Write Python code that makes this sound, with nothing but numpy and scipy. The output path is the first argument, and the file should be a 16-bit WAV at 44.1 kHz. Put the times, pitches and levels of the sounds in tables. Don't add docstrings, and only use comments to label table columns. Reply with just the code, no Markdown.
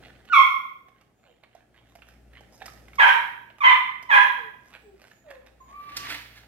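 import sys
import numpy as np
from scipy import signal
from scipy.fft import rfft, irfft, next_fast_len
from scipy.io import wavfile
from scipy.ndimage import uniform_filter1d, minimum_filter1d, map_coordinates

SR = 44100
rng = np.random.default_rng(int(sys.argv[2]) if len(sys.argv) > 2 else 0)


def store_wav(level_fs):
    pcm = np.round(np.clip(np.atleast_2d(level_fs), -1, 1) * 32767)
    wavfile.write(sys.argv[1], SR, pcm.T.astype(np.int16))


N = 285327


# (frequency [Hz], time to die by 60 dB [s])
ECHO_TIMES = [(200, 0.31), (1000, 0.59), (2200, 0.59), (4000, 0.58), (8000, .55), (14000, 0.93)]
# (time [s], level [dB])
HUM_LEVEL = [(0.0, -61), (0.23, -60.5), (0.36, -81), (1.58, -74), (2.31, -53), (2.58, -68), (2.67, -57),
             (3.03, -53.5), (3.19, -74), (4.13, -68), (4.42, -77.5), (4.96, -61), (5.15, -82), (5.28, -65),
             (5.78, -58.5), (5.86, -73), (5.95, -57), (6.47, -60.5)]
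OCTAVE_LEVEL = [(0.0, -62.5), (0.95, -80), (1.77, -72), (1.84, -62), (1.93, -72), (2.43, -61), (2.54, -79),
                (2.59, -67), (2.9, -62), (3.1, -66), (5.06, -73), (5.89, -68), (6.0, -56), (6.47, -62)]
# (time [s], level [dB])
AIR_LEVEL = [(0.0, -59), (0.18, -63.5), (0.4, -66.5), (0.97, -71.5), (1.37, -73), (2.81, -61.5),
             (3.44, -67), (3.62, -69.5), (4.31, -65), (5.32, -70.5), (5.8, -66), (6.04, -60), (6.25, -66),
             (6.47, -67)]
# (frequency [Hz], level [dB per Hz])
AIR_SPECTRUM = [(15, -39), (25, -10), (119, 0), (215, 1.5), (457, -4), (804, -5.5), (1000, -25),
                (1300, -14.5), (2120, -19.5), (3830, -27.5), (5140, -28.5), (9000, -30), (15500, -37)]
# (frequency [Hz], level [dB per Hz])
SIDE_SPECTRUM = [(30, -8.5), (120, -3), (400, -3.5), (2500, -24.5), (5000, -23), (15000, -31.5)]
HUM_HZ = 58.6
TOP_HZ = 15850

# (start [s], length [s], opening pitch [Hz], pitch it slides towards [Hz], level [dB])
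WHIMPERS = [(1.21, 0.16, 796, 410, -63), (4.35, 0.17, 560, 414, -50.5), (4.82, 0.15, 482, 366, -50.5),
            (5.23, .19, 726, 479, -46), (5.6, 0.025, 1143, 1022, -47), (5.645, 0.17, 1058, 1131, -52),
            (5.715, 0.132, 1191, 1157, -39), (5.8, 0.26, 1175, 1149, -35.5)]
WHISTLES = [(1.13, .24, 6610, 7200, -79.5), (4.8, 0.091, 7830, 7670, -72.5), (5.09, 0.14, 6720, 6770, -70),
            (5.595, .07, 6880, 6930, -67.5), (5.69, 0.16, 12460, 12500, -68.5)]
SETTLE_SHARE = .36
# (peak [s], tenfold rise [s], tenfold fall [s], rush [dB], hiss [dB])
PUFFS = [(5.969, .004, .02, -42.5, -32.5), (5.99, 0.22, .22, -49, -60.5), (6.125, 0.13, .12, -37.5, -48),
         (6.36, 0.058, 0.12, -54, -61)]
# (frequency [Hz], level [dB per Hz])
NOSTRILS = [(150, -42), (250, -14), (297, -5.5), (471, -21.5), (505, -13), (559, -16.5), (968, -8),
            (1050, -11.5), (1820, -0.5), (4150, -7.5), (6370, -33.5), (15000, -25)]
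HISS = [(1500, -19), (3000, 1.5), (5000, 10.5), (9000, -4), (13000, -2.5), (16000, -16)]
# (frequency [Hz], level [dB])
THROAT = [(400, -32), (650, -33), (800, -10), (1020, 2), (1300, -6.5), (1680, 7.5), (2100, 3), (2600, -7.5),
          (3400, -8), (4000, -22.5), (4800, -45), (5400, -30.5), (8000, -44.5), (13000, -40)]
# (frequency [Hz], level [dB per Hz])
RASP = [(200, -29.5), (420, -31.5), (560, -9), (720, -38.5), (930, 9), (1250, -4), (1680, 3), (2200, 2),
        (2800, -5.5), (3700, -19), (4700, -28.5), (9000, -36), (12500, -35), (16000, -42.5)]
# (frequency [Hz], level [dB])
MUZZLE = [(250, -51), (430, -21.5), (540, -1), (800, 2.5), (16000, 1)]
# (start [s], full push after [s], peak after [s], release after [s], opening pitch [Hz],
#  pitch after the break, before sagging [Hz], pitch breaks after [s], level [dB], roughness [0-1],
#  brightness [dB per octave])
YELP = [(0.295, .031, .094, 0.093, 1477, 1226, .039, -9.5, .008, -4.5)]
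# (bass [dB], treble [dB], second pitch enters after [s], # its
# pitch after sliding down 130 Hz, before sagging [Hz], its level [dB], its brightness [dB per octave])
BARKS = [(2.981, 0.015, 0.028, .135, 1125, 809.8, .015, -5, 0.6, 1.5, 5, 0, .027, 933, -13.5, -14.5),
         (3.603, .037, 0.062, .11, 1185, 1055, .013, -6.5, 0.32, 0.5, -9.5, -2.5, .055, 1162, -21.5, 5),
         (4.088, .017, 0.059, .128, 1028, 851.1, .015, -9, 0.4, 2, 4.5, 0.5, .03, 979, -12, -6.5)]
BARK_SWELL_DB_PER_S, BARK_SAG_HZ_PER_S = 69.5, 230
FADE_DB_PER_S, RELEASE_DB_PER_S = 170.5, 520
ONSET_S = 0.0045
BREAK_S = .0028
ROUGHEN_S = 0.031
CRACK_ROUGH, CRACK_S = 0.18, 0.0056
SHUT_DULL_DB = 7
BASS_HZ, TREBLE_HZ = 650, 4060

# (peak [s], length [s], jaw [dB], crack [dB], splinter [dB])
STIRS = [(.04, .42, -57.5, -51, -76.5), (.284, 0.039, -69, -47, -64.5), (.98, 0.17, -83, -62, -82),
         (1.12, .08, -61.5, -82, -88), (1.27, 0.24, -60.5, -58.5, -80), (1.436, 0.052, -58.5, -56.5, -79),
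         (1.565, 0.16, -61.5, -56.5, -76), (1.774, 0.11, -62.5, -52.5, -72), (1.897, .2, -76, -62.5, -65.5),
         (2.089, .22, -61, -59.5, -63), (2.37, 0.19, -60, -50, -69), (2.555, .18, -59.5, -64, -53),
         (2.63, 0.12, -52.5, -49, -59), (2.777, .4, -66, -61, -64.5), (2.95, .12, -68.5, -58, -60),
         (4.69, 0.34, -66, -62, -61.5), (4.745, .07, -64, -46, -68), (5.03, .26, -59, -54, -58.5),
         (5.31, 0.16, -54, -49.5, -63.5), (5.47, 0.15, -56.5, -56, -74), (5.7, 0.14, -57.5, -53, -59)]
STIR_RISE_SHARE = 0.35
# (time [s], crack [dB], jaw knock [dB], splinter [dB],
#  pellet ring [Hz], mouth cavity [Hz])
BITES = [(0.0268, -42.5, -47.5, -63.5, 1240, 950), (0.0688, -47, -51, -63.5, 1580, 580),
         (0.0991, -48, -52.5, -79, 2100, 730), (0.2528, -47.5, -66, -58.5, 2160, 570),
         (0.8839, -48, -53.5, -64.5, 2210, 730), (1.0122, -47.5, -58, -62, 1200, 500),
         (1.4351, -38, -48.5, -65, 2200, 690), (1.549, -53, -45, -58.5, 1580, 710),
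         (1.7436, -49.5, -73, -70, 1670, 510), (1.953, -42, -47, -51, 2200, 710),
         (1.9862, -48, -51.5, -76.5, 2910, 670), (2.02, -35.5, -71, -65, 2640, 590),
         (2.087, -40.5, -63, -55.5, 1590, 620), (2.3329, -42, -63.5, -65, 1810, 720),
         (2.4078, -50.5, -45, -57.5, 1600, 620), (2.522, -61, -51, -73, 1220, 550),
         (2.611, -46, -41, -74.5, 1690, 720), (2.618, -31, -35, -62, 1670, 780),
         (2.658, -31.5, -42.5, -37, 1960, 790), (2.68, -32, -63, -60, 1250, 940),
         (2.7345, -54, -46, -53.5, 1890, 660), (2.8818, -39.5, -57.5, -58.5, 1990, 680),
         (2.9328, -39, -53, -63.5, 2180, 770), (2.9547, -42, -57, -48, 1240, 610),
         (3.501, -39, -56.5, -75.5, 2980, 660), (3.584, -40, -49.5, -57.5, 1200, 860),
         (4.026, -37, -50, -48, 2060, 980), (4.738, -35.5, -59, -58.5, 1480, 520),
         (5.017, -48, -53.5, -55.5, 1920, 620), (5.1137, -41, -59, -86, 1720, 530),
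         (5.3052, -38, -41.5, -52, 1550, 520), (5.4641, -46, -63, -58.5, 1570, 510),
         (6.0686, -26, -69, -64, 2010, 650), (6.4333, -46, -49.5, -72, 1800, 820)]
# (frequency [Hz], level [dB per Hz])
JAW = [(200, -17), (450, -5), (700, 5.5), (900, -0.5), (1300, -33.5), (3000, -53.5)]
CRACK = [(500, -26), (1100, -8.5), (1700, -4.5), (2600, -7.5), (3600, -11.5), (5000, -22), (10000, -44)]
SPLINTER = [(2500, -20.5), (5000, 11.5), (7000, 4), (10000, -3.5), (13000, 3.5), (16000, -35)]


def amp(db):
    return 10 ** (np.asarray(db) / 20)


def unit(x):
    return x / np.sqrt(np.mean(x ** 2) + 1e-20)


def along(points, hz):
    f, v = np.transpose(points)
    return np.interp(np.log(hz + 1), np.log(f), v)


def curve(rows):
    return np.interp(np.arange(N) / SR, *np.transpose(rows))


def span(start, length):
    at = np.arange(max(int(start * SR), 0), min(int((start + length) * SR), N))
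    return at, (at - at[0] + 1) / SR


def swell(peak, rise, fall):
    t = np.arange(N) / SR - peak
    return 10 ** -np.maximum(-t / rise, t / fall)


def wobble(rate):
    knots = rng.standard_normal(int(N * rate / SR) + 4)
    fine = np.arange(0, len(knots) - 1, .125)
    smooth = map_coordinates(knots, [fine])
    return np.interp(np.arange(N) * rate / SR, fine, smooth)


def colour(x, spectrum):
    size = next_fast_len(N + 8192)
    gain = unit(amp(along(spectrum, np.fft.rfftfreq(2048, 1 / SR))))
    cepstrum = irfft(np.log(gain + 1e-6))
    cepstrum[1:len(gain) - 1] *= 2
    cepstrum[len(gain):] = 0
    response = irfft(np.exp(rfft(cepstrum)))
    return irfft(rfft(x, size) * rfft(response, size), size)[..., :N]


def noise(spectrum):
    return colour(rng.standard_normal(N), spectrum)


def grains(rate, spread_db):
    size = amp(spread_db * np.minimum(rng.exponential(size=N), 4))
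    return unit((rng.random(N) < rate / SR) * size * rng.choice([-1, 1], N))


def in_room(x, direct_db, room_db, right_db, left_lag=0, build=0.0011):
    hz, t, z = signal.stft(rng.standard_normal((2, SR)), SR, nperseg=256)
    decay = amp(-60 * t / along(ECHO_TIMES, hz)[:, None])
    tail = signal.istft(z * decay, SR, nperseg=256)[1]
    tail = tail * (1 - np.exp(-np.arange(tail.shape[1]) / SR / build))
    wet = signal.fftconvolve(x[None], tail, axes=1)[:, :N]
    wet *= np.std(x) / np.std(wet, axis=1, keepdims=True)
    direct = np.array([np.roll(x, round(left_lag * SR)), x])
    balance = amp([[-right_db / 2], [right_db / 2]])
    return (amp(direct_db) * direct + amp(room_db) * wet) * balance


def background(hum_db=-1.0, octave_db=-1.5, air_db=4.0, side_db=-7, wander=.5, left_db=1):
    phase = 2 * np.pi * HUM_HZ * np.arange(N) / SR + wander * wobble(3.8)
    octave_phase = 2 * phase + wander * wobble(11)
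    hum = amp(hum_db + curve(HUM_LEVEL)) * np.sin(phase)
    octave = amp(octave_db + curve(OCTAVE_LEVEL)) * np.sin(octave_phase)
    apart = np.array([[1], [-1]])
    side = amp(side_db) * noise(SIDE_SPECTRUM) * apart
    air = amp(air_db + curve(AIR_LEVEL)) * (noise(AIR_SPECTRUM) + side)
    return (np.sqrt(2) * (hum + octave) + air) * amp(left_db * apart / 2)


def snort(flutter_db=2, spray_db=-8):
    flow, hiss = sum(np.outer(amp(dbs), swell(peak, rise, fall)) for peak, rise, fall, *dbs in PUFFS)
    crackle = colour(grains(rate=400, spread_db=4), NOSTRILS)
    rush = noise(NOSTRILS) + amp(spray_db) * crackle
    return (flow * rush + hiss * noise(HISS)) * amp(flutter_db * wobble(120))


def whines(rows, overtone_db, waver, arch):
    out, drift = np.zeros(N), wobble(90)
    for start, length, opening_hz, settled_hz, db in rows:
        at, t = span(start, length)
        hz = settled_hz + (opening_hz - settled_hz) * np.exp(-t / (SETTLE_SHARE * length))
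        phase = 2 * np.pi * np.cumsum(hz * (1 + waver * drift[at])) / SR
        octave = amp(overtone_db) * (2 * hz < TOP_HZ) * np.sin(2 * phase)
        loudness = amp(db) * np.abs(np.sin(np.pi * t / length)) ** arch
        out[at] += loudness * np.sqrt(2) * (np.sin(phase) + octave)
    return out


def folds(pushes, top_db=0, jitter=.045, shimmer=0.42, rasp_db=0, half_db=-13, air_share=0.012):
    out = np.zeros(N)
    flutter, tremor, air = wobble(450), wobble(600), noise(RASP)
    k = np.arange(1, 14)[:, None]
    for at, hz, db, rough, bright in pushes:
        rough = np.clip(rough, 0, 1)
        phase = 2 * np.pi * np.cumsum(hz * (1 + jitter * (rough + 0.021) * flutter[at])) / SR
        lift = bright * np.log2(k) * np.clip((4400 - k * hz) / 1100, 0, 1)
        gains = amp(along(THROAT, k * hz) - 1.9 * np.log2(k) + lift + top_db * (k > 3))
        tone = np.sum(gains * np.sin(k * phase), 0) / np.sqrt(np.sum(gains ** 2, 0) / 2)
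        halfway = 2 * amp(half_db) * np.cos(phase / 2)
        tone = tone * (1 + rough * (shimmer * tremor[at] + halfway))
        puffs = air[at] * (1 + 0.38 * np.cos(phase))
        rasp = amp(rasp_db) * (rough + air_share) * puffs
        out[at] += amp(db) * (np.sqrt(1 - rough) * tone + rasp)
    return out


def cry(row, lead_in_db, swell_db_per_s, sag_hz_per_s, waver):
    start, full, peak, release, opening_hz, settled_hz, drop, level, rough, bright = row
    at, t = span(start, release + .08)
    opened, dropped = [(1 + np.tanh((t - when) / BREAK_S / 2)) / 2 for when in (full, drop)]
    hz = opening_hz + (settled_hz - opening_hz) * dropped - sag_hz_per_s * t
    hz = hz * (1 + waver * wobble(70)[at])
    start_gain = 1 - np.exp(-(t / ONSET_S) ** 2)
    onset = 20 * np.log10(start_gain * (opened + amp(lead_in_db) * (1 - opened)))
    push = -np.maximum(swell_db_per_s * (peak - t), FADE_DB_PER_S * (t - peak))
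    push = push - RELEASE_DB_PER_S * np.maximum(t - release, 0)
    roughness = rough * (1 - np.exp(-t / ROUGHEN_S))
    roughness = roughness + CRACK_ROUGH * np.exp(-((t - full) / CRACK_S) ** 2)
    return at, hz, level + onset + push, roughness, bright - SHUT_DULL_DB * (1 - opened * dropped)


def second_pitch(row, rise_s=0.039, fall_s=0.076, drop_hz=130, drop_s=.04, rough=0.11, edge_db=26):
    start, *_, delay, hz, level, bright = row
    at, t = span(start + delay, .17)
    arch = ((t - rise_s) / np.where(t < rise_s, rise_s, fall_s)) ** 2
    sliding_hz = hz + drop_hz * np.exp(-(t / drop_s) ** 2) - BARK_SAG_HZ_PER_S * t
    return at, sliding_hz, level - edge_db * arch, rough, bright


def yelp():
    pushes = [cry(row, lead_in_db=-21, swell_db_per_s=19.5, sag_hz_per_s=1680, waver=0.0033) for row in YELP]
    voice = folds(pushes, top_db=-1.5, jitter=0.05, shimmer=0.501, rasp_db=-4.0, half_db=-15.0,
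                  air_share=0.003)
    return colour(voice, MUZZLE)


def barks():
    pushes = [cry(row[:10], lead_in_db=-11.0, swell_db_per_s=BARK_SWELL_DB_PER_S,
                  sag_hz_per_s=BARK_SAG_HZ_PER_S, waver=.018) for row in BARKS]
    first = folds(pushes, jitter=0.05)
    second = folds([second_pitch(row) for row in BARKS])
    voice = colour(first + second, MUZZLE)
    low = signal.butter(4, BASS_HZ, "low", fs=SR, output="sos")
    high = signal.butter(4, TREBLE_HZ, "high", fs=SR, output="sos")
    bass, treble = signal.sosfiltfilt(low, voice), signal.sosfiltfilt(high, voice)
    for row in BARKS:
        at, _ = span(row[0], .3)
        bass_db, treble_db = row[10:12]
        voice[at] += (amp(bass_db) - 1) * bass[at] + (amp(treble_db) - 1) * treble[at]
    return voice


def shifting(x, depth_db):
    z = signal.stft(x, nperseg=512)[2]
    patch = np.outer(np.hanning(7), np.hanning(11))
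    field = signal.fftconvolve(rng.standard_normal(z.shape), patch, "same")
    return signal.istft(z * unit(amp(depth_db * unit(field))), nperseg=512)[1][:N]


def stirring(jaw_db=-1, crack_db=-1, splinter_db=-4):
    rise, fall = STIR_RISE_SHARE, 1 - STIR_RISE_SHARE
    force = sum(np.outer(amp(dbs), swell(peak, rise * length, fall * length)) for peak, length, *dbs in STIRS)
    force = force * amp([[jaw_db], [crack_db], [splinter_db]])
    ticks = grains(rate=520, spread_db=3.7)
    rubbing = sum(colour(f * ticks, body) for f, body in zip(force, (JAW, CRACK, SPLINTER)))
    return shifting(rubbing, depth_db=4)


def burst(envelope, fractures):
    return unit(envelope * fractures) * np.sqrt(np.mean(envelope ** 2))


def resonate(x, hz, q, share):
    ring = signal.lfilter(*signal.iirpeak(hz, q, SR), x) * np.sqrt(SR * q / hz / np.pi)
    return (1 - share) * x + share * ring


def bites(crack_db=-7, splinter_db=1, knock_t60=0.024, crack_t60=0.042, crumble_db=-17, crumble_t60=.16,
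          clump_db=3):
    force, t = np.zeros((3, N + SR)), np.arange(SR // 4) / SR
    snap, thud = amp(-60 * t / crack_t60), amp(-60 * t / knock_t60)
    crumble = amp(crumble_db - 60 * t / crumble_t60)
    fractures = np.pad(grains(rate=3700, spread_db=2.0), (0, SR))
    crumbs = np.pad(grains(rate=220, spread_db=5.5) * amp(clump_db * wobble(93)), (0, SR))
    for s, crack, knock, splinter, pellet_hz, cavity_hz in BITES:
        at = int(s * SR) + np.arange(len(t))
        breaking = burst(snap, fractures[at]) + burst(crumble, crumbs[at])
        knocking = burst(thud, fractures[at])
        force[0, at] += amp(knock) * resonate(knocking, cavity_hz, q=9, share=0.12)
        force[1, at] += amp(crack + crack_db) * resonate(breaking, pellet_hz, q=10, share=0.18)
        force[2, at] += amp(splinter + splinter_db) * breaking
    return sum(colour(f[:N], body) for f, body in zip(force, (JAW, CRACK, SPLINTER)))


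def scene():
    snorting = in_room(snort(), direct_db=1, room_db=-3.5, right_db=5.0, left_lag=-.00009)
    whimpering = whines(WHIMPERS, overtone_db=-18.0, waver=0.0039, arch=1.42)
    whistling = whines(WHISTLES, overtone_db=-9.5, waver=0.0113, arch=0.83)
    pleading = in_room(whimpering + whistling, direct_db=-2, room_db=-1, right_db=2.5, left_lag=-.0002)
    yelping = in_room(yelp(), direct_db=-5.5, room_db=-0.5, right_db=5.0, left_lag=.00004, build=0.0038)
    barking = in_room(barks(), direct_db=-7, room_db=-1.5, right_db=4.0, left_lag=0.00029, build=0.002)
    eating = in_room(bites() + stirring(), direct_db=-3, room_db=-8.5, right_db=6.5, left_lag=.00007,
                     build=0.0025)
    return background() + snorting + pleading + yelping + barking + eating


def record(dry, ceiling=.9):
    needed = np.minimum(1, ceiling / (np.abs(dry).max(0) + 1e-9))
    gain = uniform_filter1d(minimum_filter1d(needed, size=441), size=441)
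    size = next_fast_len(N + 8192)
    kept = np.fft.rfftfreq(size, 1 / SR) < TOP_HZ
    return irfft(rfft(dry * gain, size) * kept, size)[:, :N]


dry = scene()
out = record(dry)
store_wav(out)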